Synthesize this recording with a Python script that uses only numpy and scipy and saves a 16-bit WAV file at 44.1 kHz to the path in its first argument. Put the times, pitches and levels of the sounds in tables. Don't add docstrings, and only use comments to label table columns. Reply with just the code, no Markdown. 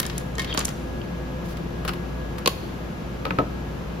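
import sys
import numpy as np
from scipy import signal
from scipy.fft import rfft, irfft
from scipy.io import wavfile
from scipy.ndimage import uniform_filter1d, map_coordinates

SR = 44100
rng = np.random.default_rng(int(sys.argv[2]) if len(sys.argv) > 2 else 0)


def dump(signal):
    limited = np.clip(np.atleast_2d(signal).T, -1, 1)
    pcm = np.round(limited * 32767).astype(np.int16)
    wavfile.write(sys.argv[1], SR, pcm)


N = 176400
T = np.arange(N) / SR
HIT_T = T[:SR // 3]
BASS_HZ, MID_HZ, TREBLE_HZ, TOP_HZ = 680, 2780, 6800, 11100


def from_db(db):
    return 10 ** (np.asarray(db) / 20)


def rms_one(x):
    return x / np.sqrt(np.mean(x ** 2) + 1e-20)


def at_hz(points, hz):
    freqs, values = np.transpose(points)
    return np.interp(np.log(np.maximum(hz, 1)), np.log(freqs), values)


def colour(x, points):
    hz = np.arange(N + 1) * SR / (2 * N)
    return irfft(rfft(x, 2 * N) * from_db(at_hz(points, hz)))[..., :N]


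def add(out, start, sound):
    i = max(int(start * SR), 0)
    out[..., i:i + sound.shape[-1]] += sound[..., :N - i]


def drift(rate_hz):
    return rms_one(np.interp(T * rate_hz, np.arange(400), rng.standard_normal(400)))


def swell(start, length):
    progress = np.clip((T - start) / length, 0, 1)
    return np.sqrt(np.maximum(np.sin(np.pi * progress), 0))


def ring(modes, spread_db=2.5, attack_s=0.00054):
    out = 0
    for hz, db, t60 in modes:
        envelope = from_db(db + spread_db * rng.standard_normal() - 60 * HIT_T / t60)
        wave = np.exp(2j * np.pi * hz * HIT_T) * envelope
        out = out + np.array([wave.imag, wave.real * rng.choice([-1, 1])])
    return out * (1 - np.exp(-HIT_T / attack_s))


def strike(spectrum, tone, t60, crack=3.7, linger=2.9, linger_hz=676, size=8192):
    side_lag_s, bounce_s, bounce_db = .0003, 0.002, 1
    t, hz = T[:size], np.arange(size // 2 + 1) * SR / size
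    quick = rng.standard_normal((2, size)) * from_db(-60 * t / t60)
    slow = rng.standard_normal((2, size)) * from_db(-60 * t / (t60 * linger))
    quick[0, 0] += crack
    quick[1, int(side_lag_s * SR)] += crack
    quick[:, int(bounce_s * SR)] += crack * from_db(bounce_db) * rng.choice([-1, 1], 2)
    burst = rfft(quick) + rfft(slow) / (1 + 1j * hz / linger_hz)
    burst_level = np.sqrt(uniform_filter1d(np.abs(burst) ** 2, 70, axis=1))
    gain = rms_one(from_db(at_hz(spectrum, hz))) * from_db(at_hz(tone, hz)) / burst_level
    cepstrum = irfft(np.log(gain))
    cepstrum[:, 1:size // 2] *= 2
    cepstrum[:, size // 2 + 1:] = 0
    return irfft(burst * np.exp(rfft(cepstrum))) * np.sqrt(SR / 100)


def background(air_db=-32.5, waver_hz=9):
    # (frequency [Hz], level [dB])
    air_spectrum = [(20, -13), (35, -12.5), (55, -2.5), (80, -1.5), (100, -5), (130, 1.5), (200, -2),
                    (300, -7), (520, -9.5), (750, -14.5), (1300, -17.5), (2000, -24), (2700, -25),
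                    (4500, -33), (7000, -37.5), (8800, -40.5), (10500, -44), (14000, -45), (16000, -59)]
    # (frequency [Hz], level [dB], waver [ratio])
    partials = [(58.93, -37, 0.13), (174, -43, 0.62), (251.2, -48, 0.41), (350, -45, 0.69),
                (508.4, -48.5, 0.87), (1670, -52, 0.31)]
    # (time [s], gain [dB])
    ducking = [(0, 0.5), (1.3, 0.5), (2.4, 1.5), (2.55, -3.5), (3.2, -1), (4, -0.5)]
    air = rms_one(colour(rng.standard_normal((2, N)), air_spectrum)) * from_db(air_db)
    hum = 0
    for hz, db, waver in partials:
        sway = np.array([steady + waver * (drift(waver_hz) + 1j * drift(waver_hz)) for steady in (1, 1j)])
        carrier = np.exp(2j * np.pi * (hz * T + rng.random()))
        hum = hum + from_db(db) * rms_one((sway * carrier).real)
    return air + hum * from_db(np.interp(T, *np.transpose(ducking)))


def room(x, delay_s=.012, early_db=-16.5, early_t60=0.16, late_db=-18.5, late_t60=0.86):
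    # (frequency [Hz], gain [dB])
    room_colour = [(150, -13), (2000, 1.2), (4200, 2), (7000, 1), (10000, 3.5), (12500, 2.5)]
    t, response = T[:SR], 0
    for db, t60 in ((early_db, early_t60), (late_db, late_t60)):
        tail = rng.standard_normal((2, SR)) * from_db(-60 * t / t60) * (t > delay_s)
        response = response + from_db(db) * tail / np.linalg.norm(tail, axis=1, keepdims=True)
    return colour(signal.fftconvolve(x, response, axes=1)[:, :N], room_colour)


def fingers(grain_db=3, grain_hz=90):
    # (frequency [Hz], level [dB])
    skin = [(1500, 18), (4000, 14), (7000, 3.5), (16000, -9)]
    # (time [s], length [s], level [dB], top [dB])
    slides = [(-.05, 0.28, -40, -4), (0.364, 0.36, -39.5, -8), (1.437, 0.1, -50, 15.5)]
    grains = rng.standard_normal((2, N)) * from_db(grain_db * drift(grain_hz))
    hiss = rms_one(colour(grains, skin))
    return sum(from_db(db) * swell(start, length) * colour(hiss, [(MID_HZ, 0), (TOP_HZ, top)])
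               for start, length, db, top in slides)


def table_knocks():
    # (time [s], level [dB], bass [dB], treble [dB], t60 [s], board ring [dB], edge ring [dB])
    knocks = [(3.253, -26, -2, 7.5, 0.018, -8, -16), (3.264, -32, 7, 2, 0.057, -5, -16),
              (3.3068, -19.5, -17, -5.5, 0.018, -8, 1), (3.3864, -22.5, 8, 2, 0.044, 1, -12),
              (3.399, -35, 18.5, -17, 0.081, -7, -15)]
    # (frequency [Hz], level [dB])
    wood = [(100, -25), (300, 7), (800, 1.5), (1300, 4), (1850, -3.5), (2450, -3.5), (3200, -12),
            (4200, -13.5), (6000, -28), (16000, -38)]
    # (frequency [Hz], level [dB], t60 [s])
    board_modes = [(131.5, 0, 0.2), (178, -4, 0.31), (290, -0.5, 0.2), (530, 3, 0.096), (893, 2.5, 0.047),
                   (1290, 8, 0.061)]
    edge_modes = [(2240, -5, .015), (2460, 2, 0.019)]
    out = np.zeros((2, N))
    for start, db, bass, treble, t60, board_db, edge_db in knocks:
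        tone = [(BASS_HZ, bass), (1600, 0), (4500, treble)]
        add(out, start, from_db(db) * strike(wood, tone, t60))
        add(out, start, from_db(db + board_db) * ring(board_modes))
        add(out, start, from_db(db + edge_db) * ring(edge_modes))
    return out


def squeak(length, slips_per_s=840, sag_per_s=0.25):
    # (frequency [Hz], level [dB], t60 [s])
    modes = [(3254, 0, 0.04), (3630, -2, 0.03), (4470, -4, 0.0067)]
    size = len(HIT_T)
    slips = (rng.random(size) < slips_per_s / SR) * rng.uniform(-0.84, 1, size)
    ringing = rms_one(signal.fftconvolve(slips[None], ring(modes), axes=1)[:, :size])
    speed = 1 - sag_per_s * (HIT_T - length / 2)
    sagging = np.array([map_coordinates(channel, [np.cumsum(speed)]) for channel in ringing])
    return sagging * swell(0, length)[:size]


def hinge(tick_t60=0.014, ping_db=8, ping_t60=0.02):
    # (time [s], level [dB], top [dB], ping pitch [Hz])
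    ticks = [(0.0645, -33, 1.5, 5000), (.180, -30.5, 4, 7800), (0.354, -40, -14, 3950),
             (0.541, -35.5, -5, 7450), (.592, -25, 0, 6940), (0.649, -33.5, 5, 6450),
             (0.6528, -23, 1, 5730)]
    # (frequency [Hz], level [dB])
    tick_spectrum = [(300, -20), (1500, -15), (3500, -4.5), (4800, -3), (5700, 2), (7300, 8.5), (8700, 5.5),
                     (10100, 5.5), (11500, -10), (13300, -3), (16000, -30)]
    # (time [s], level [dB])
    catches = [(0.527, -17.5), (1.0156, -30)]
    # (frequency [Hz], level [dB], t60 [s])
    knuckle_modes = [(10100, -1, 0.01)]
    catch_modes = [(3130, 0.5, 0.016), (2830, 2, .009), (4540, -7, 0.014)]
    # (time [s], length [s], level [dB])
    rubs = [(.474, 0.1, -37)]
    out = np.zeros((2, N))
    for start, db, top, hz in ticks:
        tone = [(TREBLE_HZ, 0), (TOP_HZ, top)]
        add(out, start, from_db(db) * strike(tick_spectrum, tone, tick_t60))
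        add(out, start, from_db(db) * ring([(hz, ping_db, ping_t60)]))
        add(out, start, from_db(db + top) * ring(knuckle_modes))
    for start, db in catches:
        add(out, start, from_db(db) * ring(catch_modes))
    for start, length, db in rubs:
        add(out, start, from_db(db) * squeak(length))
    return out


def contacts(hits, spectrum, modes):
    out = np.zeros((2, N))
    for start, db, bass, treble, top, t60, ring_db in hits:
        tone = [(BASS_HZ, bass), (MID_HZ, 0), (TREBLE_HZ, treble), (TOP_HZ, top)]
        add(out, start, from_db(db) * strike(spectrum, tone, t60))
        add(out, start, from_db(db + ring_db) * ring(modes))
    return out


def lid():
    # (time [s], level [dB], bass [dB], treble [dB], top [dB], t60 [s], ring [dB])
    clicks = [(.0005, -23, -5, 6, 16, 0.016, -6), (.030, -29, -5.5, -1, 5, 0.013, 0.5),
              (.053, -33, -9, 3, -6, 0.02, -2), (.098, -28.5, -19, -4, -14, 0.03, -7),
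              (.382, -34, 7, 7, 6, 0.033, 6), (0.3944, -25, -15, 2, 0.5, 0.054, 4),
              (.418, -30, -25, -1, 2, 0.071, -4), (.4455, -27.5, -32, -6, -4, 0.028, -4),
              (0.5473, -28.5, 3.5, -17, 5, 0.013, -9), (0.5752, -20, 1, 5.5, 0, 0.034, -13),
              (.603, -30.5, -1, 9, -11, 0.051, -14), (.611, -23.5, -8, -20, -9, 0.027, -16),
              (.6815, -30.5, -10, -8, 6, 0.02, -8), (0.69, -43.5, 0, 19.5, 12, 0.02, -8),
              (1.571, -37.5, -10, -3, 1, .03, -8), (2.383, -34.5, 3, -3, 6.5, 0.048, -12)]
    seatings = [(1.8504, -29.5, 2, -12, 6.5, 0.037, -11), (1.8785, -26.5, -3.5, -3, 4, 0.041, -3),
                (1.883, -25, -7, -8, -1, 0.066, -2), (1.8917, -24.5, -4.5, -18, -4, 0.023, 1),
                (1.935, -31.5, -10, -11, 3, 0.04, -11)]
    snaps = [(2.4597, -16.5, -9, -1, -6, 0.017, -6), (2.4749, -18, -2, 3, 8, 0.014, 1),
             (2.4776, -23.5, -1, -2, 2, 0.018, 3)]
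    # (frequency [Hz], level [dB])
    sheet = [(100, -18), (220, 1), (450, 5.5), (800, 1), (1150, 7), (1500, 1.5), (2100, -3.5), (2700, -3),
             (3300, -3.5), (4400, -3), (5600, -6.5), (6900, -9), (8700, -8.5), (10400, -16.5),
             (13000, -21.5), (16000, -25)]
    closed_tin = [(100, -31), (250, 1), (480, 3), (750, 7.5), (1080, -1), (1350, -5), (2100, -3.5),
                  (2650, 4.5), (3300, -1.5), (4500, 4), (5600, -9.5), (6700, -6), (8700, -11.5),
                  (10400, -10.5), (13000, -17), (16000, -24)]
    # (frequency [Hz], level [dB], t60 [s])
    wall_modes = [(1064, -9.5, 0.092), (1753, -9, 0.09), (1852, -3.5, 0.12), (2160, -7, 0.08),
                  (3150, -2.5, 0.039), (3340, -3, 0.028), (3790, -12, 0.087), (4500, -11, 0.035),
                  (4660, -21, 0.035)]
    hollow_modes = [(1100, -4, .05), (1320, -3, .035), (1445, 3, 0.029), (2700, -4, .02), (2960, -2, .03),
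                    (4350, -6, 0.024), (5130, -10, .025)]
    box_modes = [(1082, 3.5, 0.03), (2670, -15, .018), (3360, 3, 0.01), (3900, -15, 0.022),
                 (4550, -2, 0.0082), (6460, -3, .025)]
    cavity_modes = [(278, -16, 0.015), (483, -1, 0.019)]
    # (time [s], level [dB])
    puffs = [(2.464, -11.5), (2.477, -6)]
    out = contacts(clicks, sheet, wall_modes)
    out += contacts(seatings, sheet, hollow_modes)
    out += contacts(snaps, closed_tin, box_modes)
    for start, db in puffs:
        add(out, start, from_db(db) * ring(cavity_modes))
    return out


def microphones(x, likeness):
    # (frequency [Hz], level [dB])
    balance = [(100, 0.2), (300, 3), (1200, 2), (3500, 1.5), (7000, 1.8), (12000, -2)]
    hz = np.arange(N + 1) * SR / (2 * N)
    alike = np.clip(at_hz(likeness, hz), -.995, .995)
    lean_db = at_hz(balance, hz) / 2
    mid, side = rfft(x, 2 * N) * np.sqrt([(1 + alike) / 2, (1 - alike) / 2])
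    left, right = (mid + side) * from_db(lean_db), (mid - side) * from_db(-lean_db)
    return irfft(np.array([left, right]))[:, :N]


def scene():
    # (frequency [Hz], likeness [-1 or less opposed, 1 alike])
    near_likeness = [(100, 1), (400, 0.88), (850, -0.076), (1700, 0.086), (3400, 0.44), (5200, 0.23),
                     (6800, -0.38), (7900, -0.64), (8800, -1.14), (9900, -0.31), (11500, 0.82)]
    room_likeness = [(150, 0.32), (850, 0.83), (3400, -0.13), (6000, 0.78), (8700, -1.7), (10200, -0.6),
                     (12000, 1)]
    air_likeness = [(100, 0.94), (200, 0.96), (400, 0.19), (850, 0.23), (1700, -0.15), (3400, 0.21),
                    (6000, 0.27), (7600, -0.53), (8200, -1.1), (9500, -1.5), (10000, 0.099), (11500, 0.92)]
    tin = lid() + hinge() + fingers() + table_knocks()
    direct = microphones(tin, near_likeness)
    reflected = microphones(room(tin), room_likeness)
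    return direct + reflected + microphones(background(), air_likeness)


def record(dry, ceiling=1.5, cutoff_hz=16700):
    rounded = ceiling * np.tanh(dry / ceiling)
    return signal.sosfilt(signal.cheby2(14, 70, cutoff_hz, fs=SR, output="sos"), rounded)


dry = scene()
out = record(dry)
dump(out)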